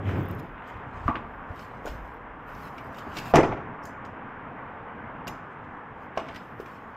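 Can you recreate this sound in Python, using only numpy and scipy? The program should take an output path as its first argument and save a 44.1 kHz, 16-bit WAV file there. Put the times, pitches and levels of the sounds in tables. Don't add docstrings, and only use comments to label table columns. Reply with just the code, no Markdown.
import sys
import numpy as np
from scipy import signal
from scipy.fft import rfft, irfft, next_fast_len
from scipy.io import wavfile
from scipy.ndimage import uniform_filter1d, minimum_filter1d, map_coordinates

SR = 44100
rng = np.random.default_rng(int(sys.argv[2]) if len(sys.argv) > 2 else 0)


def bounce(signal):
    frames = np.transpose(np.atleast_2d(signal))
    limited = np.clip(frames, -1, 1)
    pcm = np.round(limited * 32767).astype(np.int16)
    wavfile.write(sys.argv[1], SR, pcm)


def makeup_ratio(level_db):
    decades = np.asarray(level_db, float) / 20
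    return 10 ** decades


N = 306936


def unit(x):
    return x / np.sqrt(np.mean(x ** 2) + 1e-20)


def along(points, hz):
    point_hz, value = np.transpose(points)
    return np.interp(np.log(hz + 1), np.log(point_hz + 1), value)


def curve(rows):
    time_s, level_db = np.transpose(rows)
    return makeup_ratio(np.interp(np.arange(N) / SR, time_s, level_db, -200, -200))


def wobble(rate_hz):
    knots = rng.standard_normal(int(N * rate_hz / SR) + 4)
    return map_coordinates(knots, [np.arange(N) * rate_hz / SR])


def filtered(x, response):
    m = next_fast_len(x.shape[-1] + 2048)
    spectrum = rfft(x, m) * response(np.fft.rfftfreq(m, 1 / SR))
    return irfft(spectrum, m)[..., :x.shape[-1]]


def resonance(hz, width_hz):
    return lambda f: 1j * f * width_hz / (hz * hz - f * f + 1j * f * width_hz)


def rush(spectrum, patchy_db, spiky_db=0, size=8, count=10):
    white = rng.standard_normal(N) * makeup_ratio(spiky_db * wobble(900))
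    z = signal.stft(white, nperseg=512)[2]
    field = uniform_filter1d(rng.standard_normal(z.shape), size, 0)
    field = uniform_filter1d(field, count, 1)
    patched = signal.istft(z * makeup_ratio(patchy_db * unit(field)), nperseg=512)[1][:N]
    return unit(filtered(patched, lambda hz: makeup_ratio(along(spectrum, hz))))


def stroke(peak_s, level_db, swell_s, fade_s):
    gain = np.zeros(N)
    first = max(0, int((peak_s - 5 * swell_s) * SR))
    last = min(N, int((peak_s + 5 * fade_s) * SR))
    late_s = np.arange(first, last) / SR - peak_s
    gain[first:last] = makeup_ratio(level_db - 20 * np.maximum(-late_s / swell_s, late_s / fade_s))
    return gain


def add(track, start_s, sound):
    part = track[round(start_s * SR):][:len(sound)]
    part += sound[:len(part)]


# time_s, level_db
ROAD_SWELL = [(0.0, -44.5), (.45, -43.5), (.8, -41), (2.29, -42), (2.89, -40.5), (3.37, -38), (3.9, -40),
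              (5.19, -40), (5.78, -41.5), (6.96, -43)]
# hz, density_db
ENGINE_SPECTRUM = [(12, -52), (20, -0.5), (42, -9), (60, -1), (123, 3.5), (292, -1), (400, -18.5),
                   (520, -47), (880, -120)]
# hz, density_db
TYRE_SPECTRUM = [(88, -39), (150, -16.5), (245, -1.5), (360, -7), (399, -4), (477, -2), (553, -5), (903, 0),
                 (1160, -0.5), (1270, -3.5), (1560, -4.5), (2100, -12.5), (3190, -27), (4040, -44.5),
                 (5200, -54), (6760, -81.5), (11400, -120)]


def road():
    swell = curve(ROAD_SWELL)
    engines = unit(makeup_ratio(.6 * wobble(3.9)) * rush(ENGINE_SPECTRUM, patchy_db=1.4))
    tyres = makeup_ratio(-1.0 + 0.2 * wobble(3.4)) * rush(TYRE_SPECTRUM, patchy_db=0.8)
    return swell * (makeup_ratio(-7) * engines + tyres)


# hz, density_db
SWAY_SPECTRUM = [(12, -34), (25, -8), (45, -0.5), (70, -10), (150, -92)]


def handling():
    let_go_s, level_db = 2.7, -51.5
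    sway = makeup_ratio(3 * wobble(4.96)) * rush(SWAY_SPECTRUM, patchy_db=-1.0)
    return stroke(let_go_s, level_db, 13.0, .5) * sway


# start_s, peak_db
BUMPS = [(0.755, -36.5), (0.941, -39), (0.971, -36.5), (1.006, -38), (1.031, -39), (1.057, -24.5),
         (1.097, -32), (1.502, -32.5), (1.932, -45), (1.948, -36), (2.779, -54), (3.533, -36), (6.3, -47),
         (6.35, -48), (5.3, -43)]


def bumps():
    track = np.zeros(N)
    cycle = np.arange(SR // 10) / SR * 80
    thud = np.sin(2 * np.pi * cycle) * np.exp(-((cycle - .55) / .5) ** 2)
    for start_s, peak_db in BUMPS:
        add(track, start_s, makeup_ratio(peak_db + 4.5) * thud)
    return track


# peak_s, level_db, swell_s, fade_s
SLEEVE = [
    (3.838, -66, .015, .02),
    (3.87, -58, .03, 0.066),
    (4.06, -69, .012, 0.053),
]
# hz, density_db
CLOTH_SPECTRUM = [(2350, -49), (4000, -17), (5250, -2), (8170, -10), (9410, -21), (11500, -14),
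                  (14200, -17), (15500, -30)]


def sleeve():
    rustle = rush(CLOTH_SPECTRUM, patchy_db=3.5, spiky_db=2, size=4, count=6)
    return sum(stroke(*row) for row in SLEEVE) * rustle


# peak_s, level_db, hiss_db, swell_s, fade_s
PANEL_STROKES = [(.1, -57, -11.5, 0.11, 0.31), (.31, -61, -16.5, 0.034, 0.074), (.4, -58, -5, 0.022, 0.011),
                 (.43, -77, -2, .02, 0.14), (.69, -60.5, -15, .05, 0.14), (.98, -63, -24, 0.094, .13),
                 (1.09, -56.5, -15, 0.088, 0.043), (1.16, -65, -29, 0.04, .07), (1.3, -78.5, -6, .3, .45),
                 (1.61, -55.5, -12, 0.097, 0.13), (1.78, -75, -15, .2, .1), (1.879, -49.5, -9.5, .04, 0.1),
                 (2.12, -69, -10.5, 0.37, 0.14), (2.48, -66.5, -6, 0.021, 0.68),
                 (2.678, -56.5, -5.5, 0.18, 0.034), (2.776, -68, -7.5, 0.073, 0.27),
                 (2.992, -53.5, -14.5, 0.064, 0.056), (3.16, -55, -21, 0.086, 0.12),
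                 (3.188, -44, -11.5, 0.046, .02), (3.314, -48, -9.5, 0.21, 0.02)]
# peak_s, level_db, hiss_db, swell_s, fade_s
SHOE_STROKES = [(5.28, -41.5, -11, .003, 0.018), (5.295, -68, -10, .01, .07), (5.525, -73, -20, .07, .05),
                (5.645, -73.5, -26, .04, .06), (5.75, -77, -26, .06, .12), (6.038, -70, -8, 0.1, 0.05),
                (6.168, -61, -13, .015, 0.12), (6.198, -57, -22, .015, 0.024),
                (6.296, -62, -18, 0.11, 0.18), (6.362, -58, -12, 0.042, 0.081), (6.45, -75, -4, .05, 0.65),
                (6.606, -58.5, -7, 0.017, 0.057), (6.66, -63, -12, 0.014, 0.31),
                (6.95, -79, -16, 0.019, .03)]
# hz, density_db
SCRAPE_SPECTRUM = [(1470, -27), (2500, 4), (2920, 4), (3140, 2.5), (3420, -3), (4120, -3), (4750, -7),
                   (5100, -3), (5500, -9), (6650, -9.5), (8110, -12.5), (10500, -35), (13600, -52),
                   (22000, -120)]
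# hz, density_db
HISS_SPECTRUM = [(5590, -35), (9500, -6.5), (10800, -5), (13400, 3), (15000, -4.5), (15600, -7.5)]


def scuff():
    scrape_gain, hiss_gain = np.zeros(N), np.zeros(N)
    for peak_s, level_db, hiss_db, swell_s, fade_s in PANEL_STROKES + SHOE_STROKES:
        gain = stroke(peak_s, level_db, swell_s, fade_s)
        scrape_gain += gain
        hiss_gain += gain * makeup_ratio(hiss_db)
    clumps = makeup_ratio(1.2 * wobble(30))
    scrape = scrape_gain * rush(SCRAPE_SPECTRUM, 3.2, 1.8, size=3, count=9)
    hiss = hiss_gain * rush(HISS_SPECTRUM, 3, 1.5, size=3, count=8)
    return clumps * (scrape + hiss)


# start_s, peak_db, centre_hz
TICKS = [(0.166, -56.5, 13100), (0.1764, -51, 13400), (0.184, -49, 14100), (0.2044, -55, 14800),
         (0.2134, -50, 14700), (0.233, -48, 13800), (0.2572, -46.5, 13600), (0.2856, -40, 13700),
         (0.3113, -40, 13300), (0.3501, -46, 12400), (0.3935, -49, 12500), (.676, -57.5, 13000),
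         (1.5584, -59.5, 13100), (2.1405, -56, 12900), (2.1624, -64, 13100), (2.811, -55, 14000),
         (2.845, -58, 13500), (2.93, -60, 9500), (3.167, -48, 13000), (3.177, -46, 13000)]


def ticks():
    track, t = np.zeros(N), np.arange(SR // 40) / SR
    for start_s, peak_db, hz in TICKS:
        slip = rng.standard_normal(len(t)) * makeup_ratio(-60 * t / .012)
        burst = filtered(slip, lambda f: resonance(hz, 2500)(f) ** 2)
        add(track, start_s, makeup_ratio(peak_db - 0.5) * burst / np.abs(burst).max())
    return track


# start_s, peak_db, centre_hz, hiss_db
SNAPS = [(0.6694, -55, 3580, -17), (1.076, -47, 3640, -11), (1.1514, -57, 4060, -34),
         (1.558, -56.5, 5000, -15), (1.593, -45, 5040, -22), (1.857, -40, 6500, -9),
         (2.549, -49.5, 5660, -15), (2.7795, -43, 3250, -17), (2.944, -47, 3580, -15),
         (2.984, -39.5, 3570, -14), (3.1687, -26.5, 3860, -20), (3.1846, -30, 4900, -19.5),
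         (3.338, -36, 5000, -21), (3.344, -32.5, 5800, -15), (3.35, -27.5, 5500, -17),
         (3.356, -17, 6000, -19), (3.3614, -29, 3680, -26), (3.367, -24.5, 5750, -25),
         (3.384, -39, 7500, -27), (3.404, -42, 7000, -25), (3.431, -39, 4940, -35), (3.836, -52, 6470, -7),
         (3.8527, -43, 6500, -4), (4.049, -46.5, 3660, -20), (5.2704, -36, 4890, -11),
         (5.2766, -33.5, 6500, -8), (6.1745, -34.5, 5660, -36), (6.198, -44, 3500, -27),
         (6.284, -47, 5500, -20), (6.345, -43, 3000, -15), (6.359, -37.5, 3600, -16),
         (6.601, -50.5, 5070, -11), (6.6603, -54, 5240, -15)]
# hz, density_db
CRACK_SPECTRUM = [(1470, -22), (2500, -3.5), (2750, -5), (3420, -8.5), (3880, -12), (4640, -8),
                  (5460, -10.5), (8930, -28.5), (10500, -28.5), (13600, -59), (22000, -120)]


def snaps():
    track, t = np.zeros(N), np.arange(SR // 5) / SR
    t60_s, rise_s = 0.048, .0012
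    decay = makeup_ratio(-60 * t / t60_s)
    envelope = (1 - np.exp(-t / rise_s)) * decay
    scale = np.sqrt(t60_s * SR / 14)
    for start_s, peak_db, hz, hiss_db in SNAPS:
        noise = rng.standard_normal((3, len(t))) * envelope
        tone = filtered(noise[0] * decay, lambda f: resonance(hz, .35 * hz)(f) ** 2)
        crack = filtered(noise[1], lambda f: makeup_ratio(along(CRACK_SPECTRUM, f)))
        puff = filtered(noise[2], lambda f: makeup_ratio(along(HISS_SPECTRUM, f)))
        tone, crack, puff = [scale * p / np.linalg.norm(p) for p in (tone, crack, puff)]
        add(track, start_s, makeup_ratio(peak_db - 7) * (.6 * tone + .8 * crack + makeup_ratio(hiss_db) * puff))
    return track


# hz, level_db, t60_s
CLIP_MODES = [(5060, -54, 0.06), (6800, -53, 0.067), (11600, -52, 0.063)]


def clip():
    track, t = np.zeros(N), np.arange(SR // 4) / SR
    for hz, level_db, t60_s in CLIP_MODES:
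        ring = filtered(rng.standard_normal(len(t)), lambda f: resonance(hz, 250)(f) ** 2)
        add(track, 5.2785, makeup_ratio(level_db - 60 * t / t60_s) * unit(ring))
    return track


# start_s, peak_db, hz, t60_s
PINGS = [(.677, -60, 7800, 0.017), (1.865, -48, 6740, .02), (1.877, -47, 6900, .02), (1.88, -50, 5000, .02),
         (2.781, -46, 5330, .015), (3.176, -39, 4500, .015), (3.187, -36, 4900, .015),
         (3.3568, -24, 5850, 0.016), (3.369, -33, 5500, .012), (3.375, -37, 5000, .012),
         (3.431, -36, 4900, .02), (3.828, -57, 5500, .03), (3.853, -40, 6650, 0.017),
         (3.876, -52, 5100, .015), (4.05, -57, 5200, .015), (4.052, -59, 6700, .04),
         (4.051, -60, 8000, .015), (6.367, -46, 2890, .015), (6.359, -43, 4000, .006),
         (6.378, -47, 5000, .02)]
# start_s, peak_db, hz, t60_s
CORNER_RINGS = [(1.111, -24, 1137, .075), (1.148, -33, 333, .04), (1.165, -37, 236, .05),
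                (1.197, -36, 1012, .03), (1.106, -31, 721, .03), (1.155, -33, 1076, .025),
                (1.089, -35, 1722, .02), (1.844, -37, 1033, .025), (1.869, -40, 904, .02),
                (3.061, -39, 1044, .03), (3.067, -33, 247, .05), (3.111, -42, 1670, .03),
                (3.175, -43, 2400, .03), (3.188, -34.5, 139, 0.086), (3.19, -40, 1620, .03),
                (3.2, -36, 872, .04), (3.213, -39, 1679, .03), (3.339, -14, 390, .04),
                (3.358, -29, 2831, .02), (3.36, -26, 2142, .02), (3.368, -19, 1604, .025),
                (3.368, -28, 2490, .02), (3.3735, -9, 400, .035), (3.374, -26, 1841, .02),
                (3.382, -24, 1475, 0.022), (3.383, -26, 2045, .025), (3.387, -19, 129, .05),
                (3.389, -16, 552, .03), (3.402, -15, 610, .035), (3.4, -29, 2164, .02),
                (3.419, -25, 742, .03), (3.419, -31, 2200, .015), (3.434, -25, 2400, 0.022),
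                (3.348, -26, 1981, .02), (3.432, -22, 473, .03), (3.436, -19, 300, .035),
                (3.437, -23, 1150, .025), (3.445, -24, 656, .03), (5.266, -36, 236, .04),
                (5.274, -36, 656, 0.028), (5.293, -35, 829, .03), (5.314, -38, 979, .025),
                (6.1745, -30, 1658, .018), (6.175, -36, 2250, .015), (6.192, -34, 1130, .03),
                (6.204, -40, 1475, .02), (6.211, -30, 861, .025), (6.214, -36, 1324, .02),
                (6.215, -38, 300, .08), (6.243, -38, 1195, .025)]


def pings(rows):
    track, t = np.zeros(N), np.arange(SR // 14) / SR
    rise = 1 - np.exp(-t / .0008)
    for start_s, peak_db, hz, t60_s in rows:
        add(track, start_s, makeup_ratio(peak_db - 60 * t / t60_s) * rise * np.sin(2 * np.pi * hz * t))
    return track


# time_s, effort_db
FLEX_EFFORT = [(0.0, -32), (0.03, -35.5), (0.075, -24), (0.118, -28.5), (0.15, -22), (0.225, -30.5),
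               (0.422, -38), (0.47, -48), (0.62, -54)]
# hz, width_hz, level_db
BOOM_MODES = [(124, 35, -5), (78, 22, 3.5), (172.7, 23, 3)]
# hz, density_db
RUMBLE_SPECTRUM = [(71, -22), (120, 0), (199, -6.5), (290, -6), (433, -11), (795, -19), (1520, -24.5),
                   (3500, -48), (4550, -79), (7700, -120)]
# peak_s, level_db, fade_s (20 dB each side; none if <= 0)
SLIPS = [(.095, -43, 0.07), (.118, -42, 0), (.19, -51, 0.3), (.7, -51.5, 0.37), (6.29, -51.5, 0.27),
         (6.365, -46, -0.14)]
# hz, density_db
GRIT_SPECTRUM = [(700, -22), (1400, 0.5), (2500, -3), (3600, -15), (5000, -48)]


def flex():
    effort = curve(FLEX_EFFORT)
    lag_s = 0.033
    pole = 1 / (lag_s * SR)
    rumble_gain = makeup_ratio(-4.5) * signal.lfilter([pole], [1, pole - 1], effort, zi=effort[:1])[0]
    rumble = rumble_gain * makeup_ratio(0.5) * rush(RUMBLE_SPECTRUM, 0.52, 0.69)

    drag = makeup_ratio(-27) * rumble_gain
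    drag = drag + sum(stroke(peak_s, level_db, fade_s, fade_s) for peak_s, level_db, fade_s in SLIPS)
    grit = drag * rush(GRIT_SPECTRUM, patchy_db=2, spiky_db=3)

    phase = 2 * np.pi * np.cumsum(99.15 * (1 + .03 * wobble(20))) / SR
    drive = stroke(.2, 0.5, 9.0, .9)
    lowest = drive * makeup_ratio(1.4 * wobble(23.5)) * np.sin(phase)

    def modes(f):
        return sum(makeup_ratio(db) * resonance(hz, width_hz)(f) ** 2 for hz, width_hz, db in BOOM_MODES)

    boom = lowest + 0.34 * unit(filtered(rng.standard_normal(N), modes))
    return effort * boom + rumble + grit


# start_s, peak_db, ring_hz, ring_t60_s, board_db
KNOCKS = [(1.074, -38, 1300, 0.02, -9), (1.0801, -10.5, 1167, 0.032, -24), (1.081, -25, 690, 0.07, -6),
          (1.099, -26.5, 862, 0.087, -10), (1.082, -19.5, 1020, 0.034, -20.5),
          (1.093, -35, 1950, 0.03, -20), (1.087, -16, 251, 0.048, -20), (1.097, -23, 1200, 0.03, -19),
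          (1.1, -20, 258, 0.04, -19), (1.111, -31, 882, 0.03, -15), (1.127, -29, 990, 0.027, -19),
          (1.143, -28, 1070, .025, -16), (1.1547, -23, 1580, 0.016, -7.5), (1.168, -28.5, 1150, 0.025, -9),
          (1.8531, -22.5, 470, 0.02, -14.5), (1.866, -32.5, 1470, 0.038, -14),
          (1.873, -26, 595, 0.034, -12), (2.782, -40, 2300, 0.021, -5), (3.075, -33, 330, 0.02, -6),
          (3.168, -41.5, 2247, 0.14, 7), (5.2708, -30, 1460, 0.012, -2), (6.174, -11, 680, 0.014, -15),
          (6.175, -25.5, 1067, 0.047, -7), (6.175, -38, 2910, 0.028, -15), (6.202, -31, 861, 0.025, -10),
          (6.2, -38, 2870, 0.019, -12), (6.197, -32, 645, 0.025, -14), (6.287, -43.5, 2300, 0.0194, 3),
          (6.31, -45, 2190, .02, -5), (6.348, -43, 1920, .02, -5), (6.362, -45, 1950, .03, 0),
          (6.599, -23.5, 433, 0.026, -20), (6.66, -44, 2410, 0.027, -14)]
# start_s, peak_db, ring_hz, ring_t60_s, board_db
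DROP = [(3.338, 2, 660, 0.008, -16), (3.341, -19, 161.5, 0.2, -3), (3.342, -9.5, 672, 0.065, -8),
        (3.35, -14, 835, 0.089, -15.5), (3.356, -11, 1200, 0.015, -3), (3.361, -18, 1940, 0.02, -7),
        (3.36, -8, 350, .025, -5), (3.362, -14, 193, 0.035, -10), (3.381, -3, 860, 0.011, -14),
        (3.388, -3.5, 330, 0.03, -12), (3.399, -15.5, 434, 0.034, -8), (3.406, -17.5, 950, .015, -7.5),
        (3.431, -19, 689, 0.035, -6), (3.439, -19, 915, 0.02, -6), (3.445, -20.5, 900, .02, -6.5),
        (3.455, -22, 860, .025, -14), (3.464, -23, 400, 0.025, -14), (3.492, -21, 120, 0.06, -16),
        (3.512, -27, 172, .04, -10), (3.519, -30, 1090, 0.02, -6.5), (3.524, -22.5, 754, 0.023, -5.5),
        (3.535, -28, 427, 0.024, -11.5), (3.567, -30, 398, 0.047, -17), (3.573, -37, 1450, .015, -11.5)]
# hz, width_hz, level_db
BOARD_MODES = [(350, 260, -3), (676, 41, 3), (850, 30, -5), (1150, 23, -24), (1320, 14, -10),
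               (1950, 52, -10), (2440, 20, -12), (2590, 14, -12.5), (2850, 34, -15.5)]
# hz, density_db
BODY_SPECTRUM = [(18, -48.5), (30, -37), (86, -2), (191, -14), (327, -8.5), (478, -9), (851, -5),
                 (1080, -8), (2450, -20.5), (3500, -40.5), (4550, -68.5), (7700, -120)]


def knocks():
    blows = KNOCKS + DROP
    track, t = np.zeros(N), np.arange(SR // 4) / SR
    rise = 1 - np.exp(-t / .0003)
    spread = 1 - np.exp(-t / .002)

    def board_response(f):
        peaks = sum(abs(resonance(hz, width_hz)(f)) ** 2 * makeup_ratio(0.28 * db) for hz, width_hz, db in BOARD_MODES)
        return (1 + 1.3 * peaks) * makeup_ratio(along(BODY_SPECTRUM, f))

    noise = rng.standard_normal((len(blows), 3, len(t)))
    bodies = filtered(noise[:, 1], board_response)
    bodies = bodies / bodies.std(axis=1, keepdims=True)
    lows = filtered(bodies, lambda f: 1 / (1 + (f / 300) ** 4))
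    loose = unit(filtered(noise[:, 2], lambda f: resonance(2200, 1800)(f) ** 2))
    for blow, hiss, body, low, parts in zip(blows, noise[:, 0], bodies, lows, loose):
        start_s, peak_db, hz, t60_s, board_db = blow
        spot = makeup_ratio(-60 * t / t60_s) * np.sin(2 * np.pi * hz * t)
        near = unit(filtered(hiss, lambda f: resonance(hz, .35 * hz)(f) ** 2))
        smear = 0.15 * makeup_ratio(-60 * t / (1.7 * t60_s)) * near
        board = low * makeup_ratio(-60 * t / 0.16) + (body - low) * makeup_ratio(-60 * t / 0.086)
        board = makeup_ratio(board_db) * board
        rattle_db = board_db - 13.5 + 10 * np.log2(hz / 1000)
        rattle = makeup_ratio(rattle_db - 60 * t / 0.066) * parts
        add(track, start_s, makeup_ratio(peak_db) * (rise * (spot + rattle) + spread * (smear + board)))
    return filtered(track, lambda f: 1 / (1 + 1j * f / 3600 - (f / 3600) ** 2) ** 2)


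# hz, t60_s
GARAGE_DECAY = [(80, 0.83), (300, 0.63), (1500, 0.52), (5000, 0.43), (14000, 0.31)]


def garage(x):
    wet, step = np.zeros(N), SR // 4
    for start in range(0, N, step):
        hz, t, z = signal.stft(rng.standard_normal(SR // 2), SR, nperseg=256)
        decay = makeup_ratio(-60 * t / along(GARAGE_DECAY, hz)[:, None])
        tail = signal.istft(z * decay, SR, nperseg=256)[1]
        echo = signal.fftconvolve(x[start:start + step], tail / np.linalg.norm(tail))
        add(wet, start / SR + .006, echo)
    return wet


def scattered(x):
    z, noise = signal.stft(np.array([x, rng.standard_normal(N)]), nperseg=256)[2]
    power = uniform_filter1d(abs(z) ** 2, size=5, axis=0)
    power = uniform_filter1d(power, size=3, axis=1)
    noise = noise / np.sqrt(np.mean(abs(noise) ** 2))
    return signal.istft(np.sqrt(abs(power)) * noise, nperseg=256)[1][:N]


# hz, gain_db
SIDE_GAIN = [(1800, -83), (2600, -50), (3600, -11.5), (5000, -11.5), (8000, -14.5), (11000, -11),
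             (14500, -17)]


def scene():
    low = knocks() + makeup_ratio(3.5) * pings(CORNER_RINGS)
    high = snaps() + ticks() + clip() + pings(PINGS)
    room = garage(makeup_ratio(-12.0) * low + makeup_ratio(-11.5) * high)
    treble = filtered(room, lambda hz: hz > 3000)
    room = room - treble + scattered(treble)
    mid = road() + handling() + bumps() + sleeve() + scuff() + flex() + low + high + room
    t = np.arange(SR // 8) / SR
    scramble = rng.standard_normal(len(t)) * makeup_ratio(-60 * t / .25)
    diffuse = signal.fftconvolve(mid, scramble / np.linalg.norm(scramble))[:N]
    side = filtered(diffuse, lambda hz: makeup_ratio(along(SIDE_GAIN, hz)))
    return np.array([mid + side, mid - side])


def roll_off(x):
    return signal.sosfilt(signal.butter(12, 15750, fs=SR, output="sos"), x)


# hz, density_db
MIC_HISS = [(3000, -24.5), (5000, 4.5), (9000, -4), (12200, -4.5), (12900, -18.5), (15500, -36)]


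def record(dry):
    dry = dry + makeup_ratio(-88.0) * rush(MIC_HISS, patchy_db=1.0)
    need = np.minimum(1, .75 / (np.abs(dry).max(axis=0) + 1e-9))
    gain = uniform_filter1d(minimum_filter1d(need, size=1400), size=600)

    def housing(hz):
        notch = 1 - 0.32 * abs(resonance(4250, 300)(hz)) ** 2
        return (hz < 15750) * notch

    return roll_off(filtered(dry * gain, housing))


dry = scene()
out = record(dry)
bounce(out)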